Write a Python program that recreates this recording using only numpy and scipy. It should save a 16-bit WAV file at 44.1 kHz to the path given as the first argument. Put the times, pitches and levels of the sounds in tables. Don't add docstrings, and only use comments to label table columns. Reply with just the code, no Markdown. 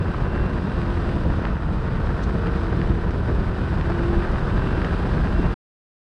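import sys
import numpy as np
from scipy import signal
from scipy.fft import rfft, irfft, next_fast_len
from scipy.io import wavfile
from scipy.ndimage import uniform_filter1d, map_coordinates

SR = 44100
rng = np.random.default_rng(int(sys.argv[2]) if len(sys.argv) > 2 else 0)


def store_pcm(level_fs):
    pcm = np.round(np.clip(level_fs, -1, 1) * 32767).astype(np.int16)
    wavfile.write(sys.argv[1], SR, np.atleast_2d(pcm).T)


N = 268200


def amp(db):
    return 10 ** (np.asarray(db) / 20)


def unit(x):
    return x / np.sqrt(np.mean(x ** 2) + 1e-20)


def even(x, seconds):
    return x / np.sqrt(np.abs(uniform_filter1d(x ** 2, int(seconds * SR))) + 1e-9)


def along(points, hz):
    f, v = np.transpose(points)
    return np.interp(np.log(hz + 1), np.log(f + 1), v)


def clock():
    return np.arange(N) / SR


def curves(rows):
    s, *cols = np.transpose(rows)
    return [np.interp(clock(), s, c) for c in cols]


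def bump(s, half_length):
    return np.exp(-.5 * ((clock() - s) / half_length) ** 2)


def wobble(rate):
    return map_coordinates(rng.standard_normal(int(N * rate / SR) + 4), [clock() * rate])


def filtered(x, response):
    m = next_fast_len(N + SR // 2)
    spectrum = rfft(x, m) * response(np.fft.rfftfreq(m, 1 / SR))
    return irfft(spectrum, m)[:N]


def coloured(x, spectrum):
    return unit(filtered(x, lambda hz: amp(along(spectrum, hz))))


def noise(spectrum, swell_db=0):
    return coloured(rng.standard_normal(N) * amp(swell_db), spectrum)


def partial(cycles, db, flicker_db, smear):
    level = np.sqrt(2) * amp(db + flicker_db * wobble(9))
    turns = cycles + rng.random()
    return level * np.sin(2 * np.pi * turns + smear * wobble(16))


# time_s, flow_db
AIRSTREAM = [(0, -1), (.2, 0), (.6, -1), (1.43, .5), (1.62, -2), (2, -0.26), (2.8, -0.1), (3, -1.5),
             (3.55, -1), (3.9, 1.2), (4.85, 1.5), (5.54, 1)]


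def airstream():
    return curves(AIRSTREAM)[0]


# centre_s, half_length_s, buffet_rise_db, flutter_rise_db, rush_rise_db
GUSTS = [(0.125, 0.0091, -16.5, -10, -2.5), (0.144, .004, -0.5, 0, 8.5), (0.414, 0.033, 3.5, 3, 1.5),
         (0.615, 0.092, -4, 2, -0.5), (.725, 0.0098, 0, 5, -0.5), (1.16, 0.03, 1.5, 5.5, -2),
         (1.264, 0.016, 3.5, 7, -3.5), (1.45, 0.022, -1, 2, 2), (1.584, 0.0096, -3.5, -8.5, -1.5),
         (2.057, 0.04, 3, 2, 1), (2.482, 0.026, 2, 4.5, 2), (2.795, 0.017, 6.5, 5, -1),
         (2.898, 0.03, 5, 2, 0), (3.172, 0.02, 1.5, 3, -3.5), (3.29, 0.017, 4, 3.5, 1.5),
         (3.401, 0.019, 6, 4, 1.5), (4.179, 0.012, 9.5, 5.5, -0.5), (4.234, 0.019, -4.5, -4.5, 1),
         (4.367, 0.015, 6, -2, 2), (4.55, .03, 3, 2, 0), (5.175, 0.042, 3, 2.5, 0.5),
         (5.299, .012, 3.5, -1, -3.5), (5.395, 0.0096, 6.5, 7, -1), (5.45, 0.023, 2, 3, 0.5)]


def gust_rises():
    return [sum(row[column] * bump(row[0], row[1]) for row in GUSTS) for column in (2, 3, 4)]


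# pitch_hz, level_db_per_hz
BUFFET = [(12, -21), (22, -5.5), (34, 1), (55, 2), (90, -3), (135, -6), (200, -19.5), (400, -50),
          (1000, -100)]


def buffet(level_db, gust):
    return amp(level_db) * even(noise(BUFFET, 0.36 * gust), seconds=0.2)


# pitch_hz, level_db_per_hz
FLUTTER = [(60, -34.5), (130, -3.5), (185, 1.5), (250, -7), (330, -7.5), (450, -13.5), (650, -20),
           (1200, -30.5), (4000, -86)]


def flutter(level_db, gust, eddies):
    return amp(level_db) * even(noise(FLUTTER, 1.6 * gust + 1.0 * eddies), seconds=.16)


# pitch_hz, level_db_per_hz
RUSH = [(200, -10), (450, 0.5), (600, 2), (780, 0), (1020, 0), (1300, 0), (1580, -3.5), (1850, -5),
        (2150, -15.5), (2800, -17.5), (4000, -33.5), (6000, -33.5), (12000, -74.5)]


def rush(level_db, gust, eddies):
    swell_db = 0.83 * gust + 1.1 * eddies + 1.7 * wobble(1500)
    return amp(level_db) * even(noise(RUSH, swell_db), seconds=0.12)


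# pitch_hz, level_db_per_hz
CRACKLE = [(200, -16), (600, 3.5), (1300, -1.5), (1800, -3), (2200, -12), (2900, -17), (4000, -30.5),
           (6000, -39.5), (12000, -76)]
CRACKLES_PER_S = 240


def crackle(level_db, eddy_db):
    struck = rng.random(N) < CRACKLES_PER_S * amp(2 * eddy_db) / SR
    sizes = rng.choice([-1, 1], N) * amp(rng.uniform(-4.05, 4.32, N))
    return amp(level_db) * even(coloured(struck * sizes, CRACKLE), seconds=0.15)


BUFFET_DB, FLUTTER_DB, RUSH_DB, CRACKLE_DB = -23.5, -29, -36.9, -39.9
BUFFET_GROWS, FLUTTER_GROWS = 0.43, 0.76


def wind():
    flow_db = airstream()
    sway, gust, eddies = wobble(16), wobble(42), wobble(170)
    buffet_rise, flutter_rise, rush_rise = gust_rises()
    buffet_db = BUFFET_DB + BUFFET_GROWS * flow_db + 0.59 * sway + buffet_rise
    flutter_db = FLUTTER_DB + FLUTTER_GROWS * flow_db + 0.77 * sway + flutter_rise
    rush_db = flow_db + rush_rise
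    thumps = buffet(buffet_db, gust)
    tearing = flutter(flutter_db, gust, eddies)
    rushing = rush(RUSH_DB + rush_db, gust, eddies)
    sputter = crackle(CRACKLE_DB + rush_db, 1.1 * gust + 1.5 * eddies)
    return thumps + tearing + rushing + sputter


# time_s, firings_per_s
SPEED = [(0, 42.7), (.3, 43.1), (1.1, 43.1), (1.4, 40.6), (1.65, 38.2), (1.85, 40.1), (2, 41.1),
         (2.3, 41.2), (2.5, 42.2), (2.65, 41.7), (3.7, 41.9), (4, 42.7), (4.25, 43.3), (5.54, 43.9)]
CRUISE_RATE = 42.9


def engine_cycles():
    rate = curves(SPEED)[0] * (1 + 0.0015 * wobble(14))
    return np.cumsum(rate) / SR


def revs():
    return curves(SPEED)[0] - CRUISE_RATE


# firing_rate_multiple, level_db (before the 1.5 dB cut in exhaust)
ORDERS = [(2, -34.5), (4, -39), (5, -44.5), (7, -54), (10, -48.5), (12, -52), (23, -52.5)]
INTAKE_ORDER, INTAKE_DB = 36, -53
SLACK_DB_PER_RATE = 5


def exhaust(cycles):
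    rest = sum(partial(round(k) * cycles, db, flicker_db=2.5, smear=0.23) for k, db in ORDERS)
    intake_db = INTAKE_DB + SLACK_DB_PER_RATE * np.minimum(revs(), 0)
    intake = partial(INTAKE_ORDER * cycles, intake_db, flicker_db=2.5, smear=1.0)
    return amp(-1.5) * rest + intake


# start_s, end_s, firing_rate_multiple, rise_db
SWELLS = [(0, .6, 8, 6), (0, .48, 9, 7.5), (0, .8, 11, 4), (.77, 1, 8, 15.5), (1, 1.3, 8, 5),
          (1.75, 3.15, 11, 11.7), (2.42, 2.62, 11, 5), (2.35, 4.05, 9, 5.5), (2.5, 3.15, 8, 9.5),
          (3.68, 4.25, 8, 9), (3.84, 4.2, 8, 8), (4.25, 5.1, 8, 5.5), (4.05, 5.08, 9, 8.5),
          (4.12, 5.3, 11, 10), (5.27, 5.6, 8, 11.5)]
SWELL_EDGE_S = 0.095


def standing_waves(order):
    past = lambda s: .5 + .5 * np.tanh((clock() - s) / SWELL_EDGE_S)
    return sum(db * (past(start) - past(end)) for start, end, k, db in SWELLS if k == round(order))


# firing_rate_multiple, level_db
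BOOMING = [(8, -47.5), (9, -48), (11, -53.5)]


def boom(cycles):
    return sum(partial(k * cycles, db + standing_waves(k), flicker_db=1.7, smear=.55) for k, db in BOOMING)


# pitch_hz, level_db
RASP = [(950, -55), (1200, -59), (1450, -57), (1570, -53.5), (1650, -58.5)]
RASP_ORDERS = range(22, 39)


def rasp(cycles):
    flow_db = airstream()
    tones = 0
    for k in RASP_ORDERS:
        level_db = flow_db + along(RASP, k * CRUISE_RATE)
        tones = tones + partial(k * cycles, level_db, flicker_db=4, smear=.6)
    return tones


def resonant(resonances):
    response = lambda f: sum(amp(db) / (1 + (2 * (f - hz) / width) ** 2) for hz, width, db in resonances)
    return unit(filtered(rng.standard_normal(N), response))


# pitch_hz, width_hz, relative_level_db
COVERS = [(1530, 130, 0.5), (2464, 130, -6), (2964, 72, -11.5), (3110, 120, -15)]
COVERS_DB = -52
COVERS_DB_PER_RATE = 0.2
COVERS_PULSE_DB = 3


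def covers(cycles):
    pulse_db = COVERS_PULSE_DB * np.cos(2 * np.pi * cycles)
    level_db = COVERS_DB + airstream() + COVERS_DB_PER_RATE * revs() + pulse_db
    return amp(level_db) * resonant(COVERS)


# time_s, pitch_hz
WHINE_PITCH = [(0, 2704), (.4, 2724), (1.1, 2716), (1.35, 2690), (1.6, 2600), (3.4, 2625), (4.15, 2685),
               (4.5, 2695), (4.8, 2715), (5.54, 2728)]
# time_s, level_db
WHINE_LEVEL = [(0, -59.5), (.25, -57.5), (.52, -56.5), (.64, -63), (.8, -58.5), (1.3, -62), (1.55, -62),
               (1.7, -76), (3.4, -70), (4, -64), (4.15, -55), (4.35, -66), (4.55, -56.5), (4.82, -53),
               (5.07, -61), (5.28, -57.5), (5.4, -53), (5.54, -59.5)]
SIDEBAND_DB = -11.5


def gear():
    db, = curves(WHINE_LEVEL)
    teeth = np.cumsum(curves(WHINE_PITCH)[0]) / SR
    sideband = teeth + 5 * engine_cycles()
    whine = partial(teeth, db, flicker_db=2.1, smear=.68)
    return whine + partial(sideband, db + SIDEBAND_DB, flicker_db=2.5, smear=.6)


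# pitch_hz, level_db_per_hz
HISS = [(900, -16.5), (2000, -2), (2800, -1.5), (3800, -1), (4300, -5.5), (4950, -5.5), (5600, -14.5),
        (7000, -22), (7950, -17), (8600, -21.5), (10200, -23), (11300, -32.5), (12200, -45.5),
        (13600, -44.5), (15500, -55.5)]
# time_s, level_db
HISS_LEVEL = [(0, -51.5), (.55, -51), (.95, -48.8), (1.2, -50), (1.6, -53), (2, -51.5), (2.6, -49.5),
              (3.1, -52), (3.6, -50.5), (4.1, -48.6), (4.6, -48.5), (4.95, -48), (5.54, -49.5)]


def road(cycles):
    rattle_db = .5 * np.cos(2 * np.pi * cycles)
    return amp(curves(HISS_LEVEL)[0]) * noise(HISS, rattle_db + 1.0 * wobble(60))


# pitch_hz, t60_s
TUNNEL = [(100, 2.2), (1000, 0.18), (8000, 0.46)]


def tunnel(x):
    hz, t, z = signal.stft(rng.standard_normal(SR), SR, nperseg=256)
    decay = amp(-60 * t / along(TUNNEL, hz)[:, None])
    tail = signal.istft(z * decay, SR, nperseg=256)[1]
    return signal.fftconvolve(x, tail / np.linalg.norm(tail))[:N]


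# time_s, peak_db, brightness_db_per_octave
POPS = [(.3536, -21.5, -1.5), (.7193, -23, -1), (.8172, -19, .5), (.9745, -21.5, -1), (1.0951, -22, 2),
        (1.4535, -14.5, 2.5), (2.4711, -24, 1), (2.4718, -20, 1), (2.6689, -21, -3), (2.8163, -15.5, .5),
        (3.1084, -24, 2), (3.2856, -25, -1), (3.8117, -19, 2), (3.8129, -22, 3), (3.921, -20.5, 1.5),
        (4.1453, -21, 0), (4.6736, -20.5, 0), (4.8185, -17, 0), (4.8469, -18, 3), (4.8479, -21, 2),
        (5.0385, -22, -1.5), (5.2728, -20, 0)]
# pitch_hz, level_db_per_hz
POP = [(150, -20), (700, -9), (1200, 2), (1800, 2.5), (2400, -8), (2900, -7), (3700, -22), (4550, -18),
       (5500, -37), (7000, -48), (12000, -78)]


def pops(size=1024):
    out, hz = np.zeros(N), np.fft.rfftfreq(size, 1 / SR)
    for s, db, brightness in POPS:
        spectrum = amp(along(POP, hz) + brightness * np.log2(hz + 1))
        spike = np.fft.fftshift(irfft(spectrum))
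        start = round(s * SR) - size // 2
        out[start:][:size] += amp(db) * spike / np.abs(spike).max()
    return out


# centre_s, level_db, half_length_s
SPITS = [(2.238, -47.8, .006), (3.109, -53, .002), (4.849, -52, .003)]
# pitch_hz, level_db_per_hz
SPIT = [(2000, -20), (4000, 3), (5300, -1), (6200, 2), (7000, -7), (8400, -9), (9500, -24), (14000, -48)]


def spits():
    return noise(SPIT) * sum(amp(db) * bump(s, half_length) for s, db, half_length in SPITS)


def scene():
    cycles = engine_cycles()
    machine = exhaust(cycles) + gear() + covers(cycles) + rasp(cycles) + spits()
    echo = amp(-12.5) * tunnel(machine)
    return (machine + echo + boom(cycles) + road(cycles) + wind() + pops())[None]


END_S, TOP_HZ = 5.542, 15600


def record(dry):
    gate = np.clip((END_S - clock()) / .003, 0, 1)
    return filtered(dry[0] * gate, lambda hz: hz < TOP_HZ)[None]


dry = scene()
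out = record(dry)
store_pcm(out)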